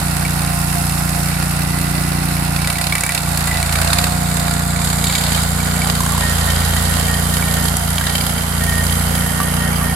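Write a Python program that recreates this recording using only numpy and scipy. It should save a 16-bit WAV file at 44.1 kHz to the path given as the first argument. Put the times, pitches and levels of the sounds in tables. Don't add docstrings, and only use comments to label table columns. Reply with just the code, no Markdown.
import sys
import numpy as np
from scipy import signal
from scipy.fft import rfft, irfft, next_fast_len
from scipy.io import wavfile
from scipy.ndimage import uniform_filter1d

SR = 44100
rng = np.random.default_rng(int(sys.argv[2]) if len(sys.argv) > 2 else 0)


def bounce(signal):
    frames = np.transpose(np.atleast_2d(signal))
    limited = np.clip(frames, -1, 1)
    pcm = np.round(limited * 32767).astype(np.int16)
    wavfile.write(sys.argv[1], SR, pcm)


N = 438794
TIME = np.arange(N) / SR
FREQS = np.maximum(np.fft.rfftfreq(next_fast_len(N), 1 / SR), 1)

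# (time [s], place [0 far, 1 halfway, 2 near])
WALK = [(0, 0.21), (2.4, 0.087), (4.4, 0.88), (6.9, 1.7), (9.95, 2.03)]
LEFT_LAG_S = 0.00046

# (time [s], speed [rpm])
CRANK_SPEED = [(0.0, 3505), (0.88, 3493), (2.21, 3528), (2.75, 3465), (3.09, 3509), (3.81, 3354),
               (4.06, 3603), (4.44, 3485), (5.14, 3494), (5.41, 3426), (5.67, 3560), (6.4, 3371),
               (7.33, 3490), (7.88, 3433), (8.0, 3495), (8.78, 3421), (9.3, 3531), (9.95, 3475)]
FIRINGS = (.487, .858)
WEAK_PUFF_DB = -3.5
# (frequency [Hz], width [Hz])
SILENCER_MODES = [(68, 32), (160, 83)]
# (multiple of the cycle rate, level [dB])
EXHAUST_FAR = [(1, -17), (2, -2), (3, -3), (4, -11), (5, 2.5), (6, 1.5), (7, -14), (8, -7.5), (9, -6),
               (10, -7.5), (11, -12), (12, -12), (13, -16.5), (14, -21), (15, -53), (16, -23)]
# (multiple of the cycle rate, level [dB])
EXHAUST_NEAR = [(1, -15), (2, -1), (3, 0), (4, -12), (5, 0.5), (6, 2), (7, -15.5), (8, -8.5), (9, -17),
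                (10, -23.5), (11, -45.5), (12, -49), (13, -34), (14, -19.5), (15, -53), (16, -18)]
# (level at light load [dB], added at full throttle [dB], added per place walked [dB])
EXHAUST_VOICES = [(-27.5, 3, 0.6), (-27.5, 6.5, 1.2), (-19.9, -3, -0.2), (-33, -2.5, 2)]
# (time [s], length [s], depth [dB])
EXHAUST_DIPS = [(2.65, 0.19, 4), (2.92, 0.26, 6.5), (3.3, 0.42, 1.5), (5.1, 0.081, 3.5), (7.74, 0.079, 3),
                (7.922, 0.59, 2.5), (9.248, 0.2, 2)]
DIP_ATTACK_S, DIP_RELEASE_S = 0.044, 0.1
# (time [s], length [s], added level [dB])
EXHAUST_FLARES = [(1.55, 0.71, 3.3), (5.45, 0.38, 0.5)]
FLARE_RAMP_S = 0.29
GOVERNOR_RPM, GOVERNOR_SPAN_RPM, GOVERNOR_LAG_S, GOVERNOR_TRAVEL_S = 3456, 24.2, 0.12, 0.38

# (multiple of the cycle rate, level at the far place [dB], level from halfway on [dB])
WHINES = [(24, -37, -38), (26, -37, -41), (28, -43, -47), (30, -43, -47), (32, -42, -43), (36, -42, -43),
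          (40, -44, -43), (48, -42, -41)]
FAN_PLACE, FAN_WIDTH_PLACES, FAN_GAIN_DB, FAN_AWAY_DB = 0.78, 0.28, 9, -1.5

BELT_RATIO = 1.226
# (frequency [Hz], level [dB], decay by 60 dB [s])
WHEEL_MODES = [(1170, 10, 0.12), (1660, 15, .05), (1830, 3.5, 0.19), (1990, 11, 0.14), (2310, 15, 0.052)]
# (time [s], length [s], level [dB], frequency [Hz])
RUBS = [(1.58, 0.62, -39.5, 2000), (3.476, 0.06, -27.5, 2005), (6.195, 0.11, -29.5, 1856),
        (6.399, 0.1, -29.5, 1844), (6.56, 0.42, -36.5, 1856), (7.065, 0.09, -26.5, 1856),
        (7.3, 0.36, -34.5, 1841), (7.95, 0.2, -34.5, 1870), (8.593, 0.21, -28, 1853),
        (8.886, 0.088, -35, 1865), (9.102, 0.39, -36, 1850), (9.576, 0.1, -30, 1856),
        (9.808, 0.1, -30.5, 1846)]
RUB_ATTACK_S, RUB_RELEASE_S = 0.034, 0.062
# (time [s], peak level [dB])
PINGS = [(5.04, -20), (5.0969, -21), (5.1513, -16.5), (5.2096, -27), (5.3753, -18), (5.6017, -20),
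         (5.6571, -27), (5.7115, -27), (5.7629, -22), (5.8177, -13.5)]
CHATTER_DB, CHATTER_BITE_DB, CHATTER_SPREAD_DB = -40, 21, 7.5
# (frequency [Hz], level [dB], decay by 60 dB [s])
SKID_MODES = [(3570, -2, 0.027), (3940, 0, 0.018), (4380, 0, .015), (7180, 6, .008)]
SKID_S, SKID_LENGTH_S, SKID_ATTACK_S, SKID_RELEASE_S, SKID_DB = 5.02, 0.084, 0.053, 0.28, -24

# (time [s], length [s], first peak level [dB], pitch [Hz], first spray level [dB])
KNOCKS = [(1.342, 0.01, -12, 2360, -31), (2.673, 0.01, -9, 1990, -13), (2.727, 0.01, -17, 2000, -18),
          (2.784, 0.01, -9.5, 1990, -15), (2.924, 0.04, -0.5, 2200, -17), (2.981, 0.01, -20, 2290, -17),
          (3.008, 0.01, -11, 1990, -11), (3.036, 0.1, -6.5, 2200, -11), (3.148, 0.01, -14, 1990, -10),
          (3.374, 0.01, -4, 4370, -11.5), (3.472, 0.01, -10, 1990, -16), (3.513, 0.01, -7, 1990, -25),
          (3.628, 0.01, -4.5, 4264, -15), (3.725, 0.04, -11, 2980, -17), (3.815, 0.01, -16, 1550, -19),
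          (3.874, 0.01, -16, 2100, -19), (3.985, 0.01, -12, 1410, -20), (6.005, 0.13, -8.5, 1020, -13.5),
          (6.149, 0.1, -12, 960, -19), (6.765, 0.01, -7, 1920, -15), (7.768, 0.01, -20, 1380, -8.5),
          (7.982, 0.01, 0, 3200, -33), (8.011, 0.01, -6.5, 1580, -25), (8.039, 0.04, -7.5, 1900, -29),
          (9.402, 0.01, -7, 1170, -29), (9.812, 0.01, -10, 1170, -30)]
KNOCK_LOSS_DB = 0.9
TOCK_CYCLES, TOCK_SCATTER = 5.1, 0.13

# (level [dB], added per place walked [dB])
SKIMMING = [(-28.5, 0.14), (-33.5, 0.6), (-28, 0.68)]
SKIMMING_BITE = 0.16
# (time [s], length [s], rasp added [dB], splintering added [dB], spray added [dB],
# bite added [0-1])
CUTS = [(0.501, 0.73, -0.5, -1, 1.6, 0), (2.469, 0.75, -0.5, 2.5, 0, 0.42), (3.31, 0.42, 2.5, 1.5, 0, 0.18),
        (3.681, 0.33, 6.5, 6, 3, 0.53), (4.255, 0.23, 2, 2, 0.5, 0.19), (4.697, 0.34, 1, 2.5, 2.5, 0.29),
        (4.997, 0.41, 3.5, 5, 2, 0.1), (5.549, 0.35, 3.5, 3, 0.8, 0.33), (6.08, 1, 3.5, 3.5, 1.5, 0.07),
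        (7.06, 0.65, 1.5, 2, 1.5, 0.12), (7.915, 0.32, 0.5, 3.5, 1.5, 0.33), (8.546, 0.65, 2, 1.5, 2, 0.14),
        (9.2, 0.65, 2, 0.6, 1.3, 0)]
CUT_ATTACK_S, CUT_RELEASE_S = 0.14, 0.092
# (frequency [Hz], left [dB], right [dB])
WOOD_COLOUR = [(213, 7, -5.5), (313, -11.5, -5.5), (410, -15.5, -6), (604, -12, -3), (796, -14, 1.5),
               (1060, -10, -2), (1460, -1, -1.5), (1690, -7, -5.5), (2000, -10, -0.5), (2280, -8, -9),
               (2370, -40, -10)]
# (frequency [Hz], left [dB], right [dB])
CHIPS_FAR = [(2620, 1.5, 8.5), (3250, 0.5, -7.5), (3900, -3.5, 3.5), (4720, -0.5, 3.5), (5700, -13.5, -4),
             (7040, -11, -21), (8130, -5.5, -9.5), (9440, -12, 1.5), (11600, -16.5, -4), (12300, -19, -5),
             (14200, -24, -10), (15800, -30, -21)]
# (frequency [Hz], left [dB], right [dB])
CHIPS_HALFWAY = [(2400, -14, 3), (2800, -10.5, -13.5), (3570, 1, 0.5), (4300, -6.5, 4.5), (4680, 4.5, 0),
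                 (5800, -15.5, -13.5), (7350, -1.5, -0.5), (9000, -11, -2.5), (10400, -13, -5.5),
                 (12000, -21, -4), (15800, -32, -21)]
# (frequency [Hz], left [dB], right [dB])
CHIPS_NEAR = [(2500, -7.5, -19), (3090, 7.5, -1.5), (3920, -5.5, -5.5), (4920, -15.5, 4.5),
              (5540, -8, -5.5), (7200, -10.5, -6), (8700, -11, 3), (9200, 3.5, -10.5), (11060, -19, 6),
              (12040, -18, 1), (14000, -18, -9.5), (15800, -40, -13)]

CUTOFF_HZ = 15800


def from_db(db):
    return np.exp(np.asarray(db) * (np.log(10) / 20))


def rms_one(x):
    return x / np.sqrt(np.mean(x ** 2) + 1e-20)


def in_time(rows):
    s, *columns = np.transpose(rows)
    return [np.interp(TIME, s, column) for column in columns]


def drift(rate):
    return rms_one(np.interp(TIME * rate, np.arange(4000), rng.standard_normal(4000)))


def swell(start, length, attack, release):
    rise = (TIME - start) / attack
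    fall = 1 - (TIME - start - length) / release
    return np.clip(np.minimum(rise, fall), 0, 1)


def band(x, low_hz, high_hz, order=2):
    edges = [low_hz, min(high_hz, .45 * SR)]
    return signal.sosfilt(signal.butter(order, edges, "band", fs=SR, output="sos"), x + 1e-18)


def ring(x, hz, t60):
    r = from_db(-60 / (t60 * SR))
    w = 2 * np.pi * hz / SR
    return signal.lfilter([0, np.sin(w)], [1, -2 * r * np.cos(w), r * r], x + 1e-18)


def coloured(x, colour, low_hz, high_hz, ripple_db=5.0):
    hz, *sides = np.transpose(colour)
    curves = np.array([np.interp(np.log(FREQS), np.log(hz), side) for side in sides])
    ripple = np.array([np.interp(FREQS, np.arange(400) * 65, rng.standard_normal(400)) for side in sides])
    gain = from_db(curves + ripple_db * ripple * FREQS / (FREQS + 1500))
    edges = 1 / np.sqrt((1 + (low_hz / FREQS) ** 16) * (1 + (FREQS / high_hz) ** 16))
    size = next_fast_len(N)
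    return rms_one(irfft(rfft(x, size) * gain * edges, size)[:, :N])


def stereo_noise(alike):
    alike = np.clip(alike, 0, 1)
    return np.sqrt(alike) * rng.standard_normal(N) + np.sqrt(1 - alike) * rng.standard_normal((2, N))


def grains(per_s, spread_db, grain_hz):
    sizes = from_db(spread_db * np.minimum(rng.exponential(1, N), 3.3))
    clicks = (rng.random(N) < per_s / SR) * sizes
    power = signal.lfilter([1], [1, -np.exp(-2 * np.pi * grain_hz / SR)], clicks ** 2 + 1e-18)
    return rms_one(np.sqrt(power))


def left_late(x):
    return np.array([np.interp(TIME - LEFT_LAG_S, TIME, x), x])


def looped(cycle, orders, heights):
    turn = np.linspace(0, 1, 4097)
    period = np.real(heights @ np.exp(2j * np.pi * np.outer(orders, turn)))
    return np.interp(cycle % 1, turn, period)


def rumble():
    return from_db(-37.5) * rms_one(band(stereo_noise(0.98), 44, 213))


def throttle():
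    rpm = np.interp(TIME - GOVERNOR_LAG_S, *np.transpose(CRANK_SPEED))
    opening = 1 / (1 + np.exp((rpm - GOVERNOR_RPM) / GOVERNOR_SPAN_RPM))
    return uniform_filter1d(opening, round(GOVERNOR_TRAVEL_S * SR))


def exhaust(cycle, place, table):
    orders, level_db = np.transpose(table)
    hz = orders * cycle[-1] / TIME[-1]
    puffs = sum(from_db(db) * np.exp(-2j * np.pi * orders * at) for at, db in zip(FIRINGS, (WEAK_PUFF_DB, 0)))
    silencer = sum(1 / (1 + 1j * (hz ** 2 - f ** 2) / (hz * width)) for f, width in SILENCER_MODES)
    lines = from_db(level_db) * np.exp(1j * np.angle(puffs * silencer))
    group = np.digitize(orders, (2.5, 3.5, 7.5))
    load = throttle()
    voices = []
    for k, (db, load_db, walk_db) in enumerate(EXHAUST_VOICES):
        voice = rms_one(looped(cycle, orders, lines * (group == k)))
        voices.append(voice * from_db(db + load_db * load + walk_db * place))
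    throb, boom, bark, rasp = voices
    flare_db = sum(db * swell(s, length, FLARE_RAMP_S, FLARE_RAMP_S) for s, length, db in EXHAUST_FLARES)
    return throb + (boom + bark) * from_db(0.25 * drift(58)) + rasp * from_db(flare_db + 1.27 * drift(70))


def exhaust_heard(cycle, place):
    near = np.clip(place - .3, 0, 1)
    puffs = (1 - near) * exhaust(cycle, place, EXHAUST_FAR) + near * exhaust(cycle, place, EXHAUST_NEAR)
    dip_db = sum(db * swell(s, length, DIP_ATTACK_S, DIP_RELEASE_S) for s, length, db in EXHAUST_DIPS)
    return left_late(puffs * from_db(-dip_db))


def engine_clatter(cycle, place):
    shaky = cycle + 0.001 * drift(17)
    orders = np.setdiff1d(np.arange(15, 90), np.array(WHINES)[:, 0])
    heights = from_db(-5 * (orders % 2)) * np.exp(2j * np.pi * rng.random((2, len(orders))))
    thicket = coloured(np.array([looped(shaky, orders, h) for h in heights]), WOOD_COLOUR, 440, 2650)
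    fan_db = FAN_AWAY_DB + FAN_GAIN_DB / (1 + ((place - FAN_PLACE) / FAN_WIDTH_PLACES) ** 2)
    whines = 0
    for k, (order, far_db, near_db) in enumerate(WHINES):
        angle = 2 * np.pi * (order * shaky + rng.random())
        waver_db = 0.91 * drift(4) + 2.9 * drift(30)
        level_db = np.interp(place, [0, 1], [far_db, near_db]) + waver_db + (k == 0) * fan_db
        whines = whines + np.sqrt(2) * from_db(level_db) * np.sin([angle - 1.4, angle])
    beat = rms_one(1 + .5 * np.cos(12 * np.pi * cycle))
    return from_db(-33.0) * beat * thicket + whines * from_db([[-6], [3]])


def wheel_turns(cycle):
    turns = BELT_RATIO * cycle
    at = np.sort([row[0] for row in [*KNOCKS, *PINGS]])
    slip = np.unwrap(2 * np.pi * np.interp(at, TIME, turns)) / (2 * np.pi)
    return turns - np.interp(TIME, at, slip)


def tooth_pulses(turns, decay, uneven_db):
    strength = from_db(uneven_db * np.minimum(rng.standard_normal(2000), 1))
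    phase = turns % 1
    onset = np.minimum(phase / 0.046, 1)
    return rms_one(strength[np.floor(turns).astype(int)] * np.exp(-phase / decay) * onset)


def cut_levels(place):
    *added_db, bite = sum(np.outer(added, swell(s, length, CUT_ATTACK_S, CUT_RELEASE_S))
                          for s, length, *added in CUTS)
    levels = [db + walk_db * place + more for (db, walk_db), more in zip(SKIMMING, added_db)]
    return *levels, np.clip(SKIMMING_BITE + bite, 0, .9)


def wheel_song(width_hz, rough):
    waver = 0.97 * np.exp(0.6j * drift(15)) + rough * (drift(width_hz) + 1j * drift(width_hz))
    tones = sum(from_db(db) * swell(s, length, RUB_ATTACK_S, RUB_RELEASE_S) * np.exp(2j * np.pi * hz * TIME)
                for s, length, db, hz in RUBS)
    return np.sqrt(2) * np.real(waver * tones)


def pings(turns, place, hz, t60):
    s, db = np.transpose(PINGS)
    pairs = np.floor((turns - np.round(np.interp(s[-1], TIME, turns))) / 2)
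    bite = cut_levels(place)[-1]
    chatter_db = CHATTER_DB + CHATTER_BITE_DB * bite + CHATTER_SPREAD_DB * drift(18)
    caught = (np.diff(pairs, prepend=pairs[0]) > 0) * from_db(chatter_db)
    caught[np.round(s * SR).astype(int)] = from_db(db)
    return ring(caught, hz, t60)


def skid(turns):
    scrape = rng.standard_normal(N) * tooth_pulses(turns, decay=0.27, uneven_db=4.0)
    rings = sum(from_db(db + 2.7 * drift(30)) * rms_one(ring(scrape, hz, t60)) for hz, db, t60 in SKID_MODES)
    envelope = swell(SKID_S, SKID_LENGTH_S, SKID_ATTACK_S, SKID_RELEASE_S)
    return from_db(SKID_DB) * envelope * rms_one(rings)


def single_knocks(turns):
    for start, length, peak_db, hz, spray_db in KNOCKS:
        first, last = np.interp([start, start + length], TIME, turns)
        for k in range(int(last - first) + 1):
            pitch = hz * (1 + TOCK_SCATTER * rng.uniform(-0.7, 1) * (k > 0))
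            loss_db = KNOCK_LOSS_DB * k
            yield np.interp(first + k, turns, TIME), peak_db - loss_db, pitch, spray_db - loss_db


def knocks(turns):
    crack, spit = np.zeros((2, 2, N))
    age = np.arange(SR // 25) / SR
    for s, peak_db, hz, spray_db in single_knocks(turns):
        start = round(s * SR)
        at = slice(start, start + len(age))
        noise = rng.standard_normal((3, len(age)))
        burst = (noise[:2] + noise[2]) * np.exp(-age / 0.0031)
        body = band(burst, hz * .62, hz * 1.6, order=1)
        tock = np.sin(2 * np.pi * hz * age) * np.exp(-age * hz / TOCK_CYCLES)
        crack[:, at] += from_db(peak_db) * (0.53 * body / np.abs(body).max() + 0.41 * tock)
        spit[:, at] += from_db(spray_db + 2.5) * burst
    steel = sum(from_db(db - 51.5) * ring(crack, hz, t60) for hz, db, t60 in WHEEL_MODES)
    return crack + steel + band(spit, 5900, 11000)


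def cutting(turns, place):
    rasp_db, splinter_db, spray_db, bite = cut_levels(place)
    fling = rms_one(1 + 0.16 * np.cos(4 * np.pi * turns - 1.2))
    knock = tooth_pulses(turns, decay=0.22, uneven_db=6.0)
    force = np.sqrt((1 - bite) * fling ** 2 + bite * knock ** 2)
    wood = stereo_noise(0.23) * (0.45 + 0.46 * force) * grains(1800, 2.5, 163)
    out = from_db(rasp_db) * coloured(wood, WOOD_COLOUR, 507, 3120)
    out += from_db(rasp_db - 15.5 + 4.2 * place) * coloured(left_late(wood[1]), WOOD_COLOUR, 199, 582)
    cracks = stereo_noise(0.041) * force * grains(2800, 2.7, 115)
    hail = stereo_noise(.03) * (.6 * force + .4 * fling) * grains(5000, 2.8, 450)
    for k, colour in enumerate((CHIPS_FAR, CHIPS_HALFWAY, CHIPS_NEAR)):
        splinters = from_db(splinter_db + 1.5) * coloured(cracks, colour, 2380, 6640)
        spray = from_db(spray_db + 1.0) * coloured(hail, colour, 5630, 18000)
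        out += np.sqrt(np.clip(1 - np.abs(place - k), 0, 1)) * (splinters + spray)
    return out


def scene():
    cycle = np.cumsum(in_time(CRANK_SPEED)[0]) / (120 * SR)
    turns = wheel_turns(cycle)
    place = np.clip(in_time(WALK)[0], 0, 2)
    engine = rumble() + exhaust_heard(cycle, place) + engine_clatter(cycle, place)
    steel = wheel_song(width_hz=60, rough=0.37) + pings(turns, place, hz=2280, t60=0.05)
    cutter = steel * from_db([[-1.5], [1.5]]) + skid(turns) + knocks(turns) + cutting(turns, place)
    return engine + cutter


def record(dry):
    low_pass = signal.ellip(12, .1, 90, CUTOFF_HZ, fs=SR, output="sos")
    return signal.sosfilt(low_pass, np.clip(dry, -1, 1))


dry = scene()
out = record(dry)
bounce(out)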